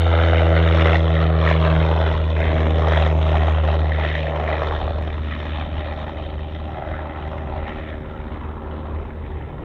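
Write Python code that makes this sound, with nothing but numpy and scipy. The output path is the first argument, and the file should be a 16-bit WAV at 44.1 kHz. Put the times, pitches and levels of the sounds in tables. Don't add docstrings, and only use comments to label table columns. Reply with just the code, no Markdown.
import sys
import numpy as np
from scipy import signal
from scipy.io import wavfile
from scipy.ndimage import uniform_filter1d

SR = 44100
rng = np.random.default_rng(int(sys.argv[2]) if len(sys.argv) > 2 else 0)


def ratio_of_db(decibels):
    return 10 ** (np.asarray(decibels, float) / 20)


def store_pcm(level_fs):
    pcm = np.round(np.clip(level_fs, -1, 1) * 32767).astype(np.int16)
    wavfile.write(sys.argv[1], SR, np.atleast_2d(pcm).T)


N = 425124
STEP = 16

# (time [s], rate [Hz])
BLADE_RATE = [(0.0, 82.8), (1.0, 81.34), (1.5, 80.14), (2.0, 79.81), (3.0, 78.6), (4.5, 76.98), (5.0, 76.6),
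              (6.0, 76.69), (7.0, 76.96), (8.0, 76.77), (9.0, 76.03), (9.64, 75.44)]
# (time [s], first harmonic [dB], second re first [dB], higher re first [dB])
HUM = [(0, -15.5, -18.5, -22), (.55, -15.3, -9, -21.5), (.85, -15, -9.5, -23.5), (1.05, -17, -8, -20.5),
       (1.8, -17.5, -4.5, -20.5), (2.3, -19, -15, -26.5), (2.6, -18.5, -9.5, -18), (3.0, -16.5, -9.5, -27),
       (3.7, -17.5, -14.5, -24.5), (4.25, -25, -7, -26), (4.6, -23.5, -14, -16.5), (4.9, -24, -22, -19.5),
       (5.6, -27.5, -12, -23.5), (6.2, -28, -17, -19), (6.7, -31.5, -11.5, -18), (7.2, -29.5, -14, -20),
       (8.0, -33.5, -13, -11.5), (9.64, -34.5, -14, -19)]
# (multiple [-], abeam [dB], from behind [dB])
HIGHER_HARMONICS = [(3, -5.5, 4), (4, 5.5, -1), (5, 2, 4.5), (6, 13.5, -12), (7, -2, 3.5), (8, -6.5, -3.5),
                    (9, -4.5, -11.5), (10, -4, -13.5)]
# (time [s], share [0-1])
AWAY = [
    (0, 0.25),
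    (3.6, 0.6),
    (5.4, 0.62),
    (9.64, 1),
]
# (time [s], level [dB])
EXHAUST_LEVEL = [(0, -25.5), (2, -25.5), (4.6, -26.5), (5.4, -32.5), (7.6, -37.5), (9.64, -41.5)]
# (frequency [Hz], abeam [dB], from behind [dB])
EXHAUST_COLOUR = [(101, -17.5, -19), (184, -24.5, -16), (345, -11.5, -5.5), (513, -8, -3.5),
                  (623, -2.5, -4), (865, -12, -0.5), (1090, -6.5, -2.5), (1260, -7.5, -14.5),
                  (1590, -9, -10), (1840, -1, -3.5), (2500, -7, -2.5), (3520, -1.5, 0.5), (5270, 0.5, -1),
                  (9300, -23, -21.5)]
# (frequency [Hz], width [Hz], abeam [dB], from behind [dB])
PIPE_MODES = [(564.8, 25, -13.5, -5.5), (633.6, 27.3, -6.5, -7), (778, 55, -20, -10), (1195, 210, 1.5, -21),
              (1320, 83, -19.5, -12), (1887, 42, -9, -17.5), (3063, 70, -10.5, -14.5),
              (3684, 250, -17, -3.5)]
CYLINDER_DB = [-1.92, -3, -3, -2.5]
REGISTERS_HZ = [
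    250,
    680,
    1500,
    3100,
    5200,
]
# (abeam [dB], air loss when far [dB], share of gusts [-])
UPPER_REGISTERS = [
    (-2.5, 3.6, 1.62),
    (-8.5, -10, 1.08),
    (-32.5, -11.5, 1),
]
# (time [s], peak [dB])
POPS = [(0.064, -11), (0.137, -6), (0.332, -1), (0.503, -5.5), (0.575, -12), (0.857, -7), (1.115, -21),
        (1.462, -9), (1.512, -2), (1.624, -10), (1.763, -5.5), (2.413, -13), (2.564, -10), (2.667, -10.5),
        (2.727, -20), (2.843, -14), (2.92, -2), (3.328, -10), (3.481, -8.5), (3.583, -9.5), (3.686, -8),
        (3.995, -18), (4.177, -21), (4.357, -13), (4.462, -11), (4.514, -8), (4.619, -3.5), (4.71, -7),
        (4.878, -10.5), (7.332, -14.5)]
# (time [s], half length [s], low swell [dB], high swell [dB])
GUSTS = [(0.0, 0.063, -12, -1.9), (0.5, 0.037, 4.5, -3), (0.86, 0.078, 8, 4), (1.06, 0.061, -6, -5.5),
         (1.34, 0.062, -7, -7.5), (1.5, 0.022, -4, 5), (1.6, 0.017, -1.8, -3.5), (2.28, 0.086, -8, -6.5),
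         (2.54, 0.03, 1.5, -2.7), (2.7, 0.097, -1.8, -4.5), (2.94, 0.029, 1.5, 4.0),
         (3.16, 0.053, -2.0, -7), (3.62, 0.03, -5, -1.8), (3.9, 0.069, -7, -4.5), (4.14, 0.094, -4, 3),
         (4.32, 0.1, 1.5, -5.5), (4.86, 0.1, 0.6, -2), (5.12, 0.14, -10, -3.5), (5.32, 0.026, -6.1, 2),
         (5.7, 0.03, -8, -4.5), (5.96, 0.036, -1, 0), (6.22, 0.26, 2.6, 0.5), (6.52, 0.29, -6.5, -3),
         (6.88, 0.14, 8, 0), (7.52, 0.11, 6, -3.3), (7.72, 0.22, 3.2, 6), (8.1, 0.24, -8, -3),
         (8.32, 0.13, -1, 3), (8.58, 0.068, -3.5, -2.2), (9.18, 0.093, -5, -2)]
# (time [s], half length [s], frequency [Hz], swell [dB])
BAND_SWELLS = [(0.736, 0.23, 820, -6.5), (1.342, 0.041, 1400, 15), (1.89, 0.09, 880, 5.5),
               (2.05, 0.26, 2070, -5), (2.42, 0.14, 2150, 7), (2.625, 0.091, 241, 8.5), (2.842, 0.05, 910, 5.8),
               (2.975, 0.043, 610, 5.5), (2.982, 0.41, 6400, 9.5), (3.32, 0.055, 1840, -4.5),
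               (3.54, 0.039, 460, -5.8), (3.76, 0.058, 2430, -6), (4.178, 0.082, 1250, -15.5),
               (4.277, 0.23, 2130, 3.5), (4.69, 0.045, 2130, -11), (4.693, 0.1, 265, -10), (4.748, 0.2, 305, -5),
               (4.79, 0.25, 4200, 4), (4.95, 0.035, 2410, -9), (5.395, 0.12, 700, -7), (5.547, 0.33, 230, 8.5),
               (5.582, 0.054, 400, -14), (5.796, 0.37, 3240, 5), (6.32, 0.1, 1210, -6), (6.947, 0.12, 1480, 12),
               (8.29, 0.09, 3200, -3.5), (8.437, 0.039, 540, -16), (8.55, 0.27, 1210, 7.5), (9.3, 0.28, 2360, 3),
               (9.35, 0.034, 810, -5.5)]
# (time [s], extra path [ms], strength [0-1], low-angle colouring [0-1])
GROUND_ECHO = [(0, 1.34, 0.6, 0.017), (.8, 1.35, 0.24, 0.066), (2.2, 2.07, 0.34, 0.34),
               (3.0, 1.49, 0.14, 0.067), (5.2, 1.66, 0.15, 0.34), (5.9, 1.6, 0.2, 1),
               (7.7, 1.475, 0.16, 0.84), (8.4, 2.3, 0.11, 0), (9.64, 2.24, 0.14, 0.031)]
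# (time [s], half length [s], swell [dB])
BUFFETS = [(0.14, 0.04, -10), (0.48, 0.11, -13.5), (0.86, 0.044, -9), (1.8, 0.04, 11), (2.16, 0.03, 12),
           (2.5, 0.094, 7.3), (2.98, 0.18, 3), (3.36, 0.04, 4), (3.58, 0.04, -4), (4.38, 0.12, -8),
           (4.76, 0.087, 5), (4.96, 0.12, 4.5), (5.18, 0.056, 1), (5.64, 0.032, 1), (5.74, 0.07, 2),
           (6.46, 0.082, -1), (6.92, 0.028, 2.5), (7.06, 0.04, -11), (7.58, 0.013, 7), (7.7, 0.055, 0.5),
           (7.98, 0.07, -0.5), (8.68, 0.087, -2)]
# (time [s], peak [dB])
TICKS = [(5.023, -46.5)]


def propeller(turns, away, gust_db):
    first_db, second_db, higher_db = in_time(HUM)
    angle = 2 * np.pi * turns
    flutter_db = (-0.16 + 4.0 * away ** 3) * drift(5.5)
    out = ratio_of_db(first_db + flutter_db) * np.cos(angle)
    out += ratio_of_db(first_db + second_db + 0.97 * drift(2.2)) * np.cos(2 * angle + 0.4)
    for harmonic, (multiple, near_db, far_db) in enumerate(HIGHER_HARMONICS, start=3):
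        aspect_db = near_db + away * (far_db - near_db)
        level_db = first_db + higher_db + 0.29 * gust_db + aspect_db + 1.2 * drift(0.8)
        bent = coarse_gain(0.76 * band_swells(89.0 * multiple))
        phase = harmonic * (angle + 0.9) + 0.55 * drift(1.5)
        out += bent * ratio_of_db(level_db) * np.cos(phase)
    return np.sqrt(2) * out


def firings(turns, away):
    opened = turns + 0.39 + 0.5
    cycle = np.cos(2 * np.pi * opened) + 0.08 * np.sin(4 * np.pi * opened)
    return opened.astype(int), -(6.8 - 5.2 * away ** 2) * cycle


def exhaust_levels(away, low_gust_db, high_gust_db):
    plane_db = in_time(EXHAUST_LEVEL)[0]
    growl_db = -26 + 0.43 * (plane_db - plane_db[0]) + 0.22 * low_gust_db
    bark_db = plane_db + 0.77 * low_gust_db
    upper_db = [plane_db + near_db + air_db * away ** 2 + share * high_gust_db
                for near_db, air_db, share in UPPER_REGISTERS]
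    return growl_db, bark_db, *upper_db


def cylinder_strength(firing):
    chance_db = 1.49 * rng.standard_normal(firing[-1] + 1)
    return uniform_filter1d(np.array(CYLINDER_DB)[firing % 4] + chance_db[firing], size=150)


def jet(firing, swell_db, away, levels_db):
    white, body, fizz = rng.standard_normal((2, N)), 0, 0
    firing, swell_db, away = firing[::STEP], swell_db[::STEP], away[::STEP]
    levels_db = [level[::STEP] for level in levels_db]
    colour_hz, colour_near_db, colour_far_db = np.transpose(EXHAUST_COLOUR)
    edges_hz = np.geomspace(100, 10500, 24)
    for k, pair_hz in enumerate(zip(edges_hz, edges_hz[1:])):
        hz = np.mean(pair_hz)
        near_db = np.interp(np.log(hz), np.log(colour_hz), colour_near_db)
        far_db = np.interp(np.log(hz), np.log(colour_hz), colour_far_db)
        flicker_db = 2.0 * rng.standard_normal(firing[-1] + 1)[firing]
        patch_db = 2.02 * drift(4.34, step=STEP) + uniform_filter1d(flicker_db, size=9)
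        level_db = register(levels_db, hz) + near_db + away * (far_db - near_db) + patch_db
        pulse_db = swell_db * min(hz / 610.0, 1)
        band = rms_one(butter(white[k % 2], pair_hz, "band", order=2)) * coarse_gain(pulse_db + level_db)
        if hz > 4600:
            fizz = fizz + band
        else:
            body = body + band
    fizz = butter(fizz, 5100.0, "high", order=6)
    return body, butter(fizz, 9000.0, "low", order=4)


def tailpipe(firing, swell_db, away, levels_db):
    at = np.flatnonzero(np.diff(firing))
    chance = rng.standard_normal((len(at), len(PIPE_MODES), 2))
    rush, out = 0.045 * ratio_of_db(swell_db) * rng.standard_normal(N), 0
    away, levels_db = away[::STEP], [level[::STEP] for level in levels_db]
    for k, (hz, width_hz, near_db, far_db) in enumerate(PIPE_MODES):
        scatter_s = 0.00015 + hz * 3e-7
        arrival = at + SR * (0.0035 + scatter_s * chance[:, k, 0])
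        knocks = rush.copy()
        knocks[np.clip(arrival, 0, N - 1).astype(int)] += ratio_of_db(3.4 * chance[:, k, 1])
        aspect_db = near_db + away * (far_db - near_db)
        level_db = register(levels_db, hz) + aspect_db + 2.53 * drift(3.0, step=STEP)
        ring = resonance(resonance(knocks, hz, 2.5 * width_hz), hz, 2.02 * width_hz)
        out = out + coarse_gain(level_db) * rms_one(ring)
    return out


def pops():
    knocks = np.full(N, 1e-18)
    for s, peak_db in POPS:
        knocks[round((s + 0.0003) * SR)] = -ratio_of_db(peak_db + 33)
    low_ring = resonance(resonance(knocks, 850.0, 800.0), 590.0, 130.0)
    high_ring = resonance(resonance(knocks, 1200.0, 900.0), 1000.0, 400.0)
    return low_ring + ratio_of_db(-14) * high_ring


def ground(direct):
    path_ms, strength, colouring = in_time(GROUND_ECHO)
    late = np.interp(np.arange(N) - path_ms * SR / 1000, np.arange(N), direct)
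    both = direct + np.clip(strength, 0, 1) * butter(late, 5200.0, "low", order=1)
    added = 1.1 * resonance(both, 806.0, 61.0) + 0.24 * resonance(both, 1340.0, 82.0)
    added += 0.5 * resonance(both, 611.0, 90.0)
    cancelled = resonance(both, 465.0, 200.0) + 0.28 * resonance(both, 712.0, 85.0)
    cancelled += 0.37 * resonance(both, 1103.0, 200.0)
    return both + np.clip(colouring, 0, 1) * (added - cancelled)


def wind():
    lumps = rng.standard_normal(N) * ratio_of_db(0.87 * drift(4.9))
    rumble = butter(butter(lumps, 83.0, "low", order=2), 38.0, "high", order=3)
    breeze_db = -42 + 0.58 * np.arange(N) / SR
    return ratio_of_db(breeze_db + swells(BUFFETS)[0] + 3.5) * rms_one(rumble)


def tick():
    knock = np.full(N, 1e-18)
    for s, peak_db in TICKS:
        knock[round((s + 0.0015) * SR)] = ratio_of_db(peak_db + 13)
    return resonance(knock, 7800.0, 2500.0) + ratio_of_db(-4.5) * resonance(knock, 14500.0, 2500.0)


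def register(levels_db, hz):
    places = range(5) if hz > 4600 else [0, 1, 2, 3, 3]
    place = np.interp(np.log(hz), np.log(REGISTERS_HZ), places)
    below_db, above_db = levels_db[int(place)], levels_db[int(np.ceil(place))]
    return below_db * (1 - place % 1) + above_db * (place % 1) + band_swells(hz)


def band_swells(hz):
    s, half_s, eddy_hz, swell_db = np.transpose(BAND_SWELLS)
    t = np.arange(0, N + 256, 256) / SR
    half_width_octaves = 0.29
    reach_db = 0.83 * swell_db * np.exp(-0.5 * (np.log2(eddy_hz / hz) / half_width_octaves) ** 2)
    bells = np.exp(-0.5 * ((t[:, None] - s) / half_s) ** 2)
    return np.interp(np.arange(0, N, STEP) / SR, t, bells @ reach_db)


def swells(rows):
    s, half_s, *columns = np.transpose(rows)
    t = np.arange(0, N + 64, 64) / SR
    bells = np.exp(-0.5 * ((t[:, None] - s) / half_s) ** 2)
    return [np.interp(np.arange(N) / SR, t, bells @ c) for c in columns]


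def drift(rate_hz, step=1):
    r = np.exp(-80 * np.pi * rate_hz / SR)
    slow = signal.lfilter([1], [1, -2 * r, r * r], rng.standard_normal(N // 40 + 2002))[2000:]
    return np.interp(np.arange(0, N, step) / 40, np.arange(len(slow)), rms_one(slow))


def in_time(rows):
    s, *columns = np.transpose(rows)
    return [np.interp(np.arange(N) / SR, s, c) for c in columns]


def coarse_gain(level_db):
    return np.interp(np.arange(N) / STEP, np.arange(len(level_db)), ratio_of_db(level_db))


def resonance(x, hz, width_hz):
    r = np.exp(-np.pi * width_hz / SR)
    poles = [1, -2 * r * np.cos(2 * np.pi * hz / SR), r * r]
    return signal.lfilter([(1 - r * r) / 2, 0, (r * r - 1) / 2], poles, x)


def butter(x, hz, kind, order):
    return signal.sosfilt(signal.butter(order, hz, kind, fs=SR, output="sos"), x)


def rms_one(x):
    return x / np.sqrt(np.mean(x ** 2) + 1e-20)


def scene():
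    turns = np.cumsum(in_time(BLADE_RATE)[0]) / SR
    away = np.clip(in_time(AWAY)[0], 0, 1)
    low_gust_db, high_gust_db = swells(GUSTS)
    levels_db = exhaust_levels(away, low_gust_db, high_gust_db)
    firing, swell_db = firings(turns, away)
    strength_db = cylinder_strength(firing)
    body, fizz = jet(firing, swell_db + strength_db, away, levels_db)
    pipe = ratio_of_db(strength_db) * tailpipe(firing, swell_db, away, levels_db)
    exhaust = ground(ratio_of_db(-2.5) * body + pipe + pops())
    exhaust = butter(exhaust, 3746.0, "low", order=12)
    return (propeller(turns, away, low_gust_db) + exhaust + fizz + wind() + tick())[None]


def band_limit(x):
    return signal.sosfilt(signal.butter(12, 15750, fs=SR, output="sos"), x)


def record(dry):
    hiss = ratio_of_db(-77.5) * rng.standard_normal(dry.shape)
    ending = np.minimum(np.arange(N, 0, -1) / (0.004 * SR), 1)
    return band_limit(dry * ending + hiss)


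dry = scene()
out = record(dry)
store_pcm(out)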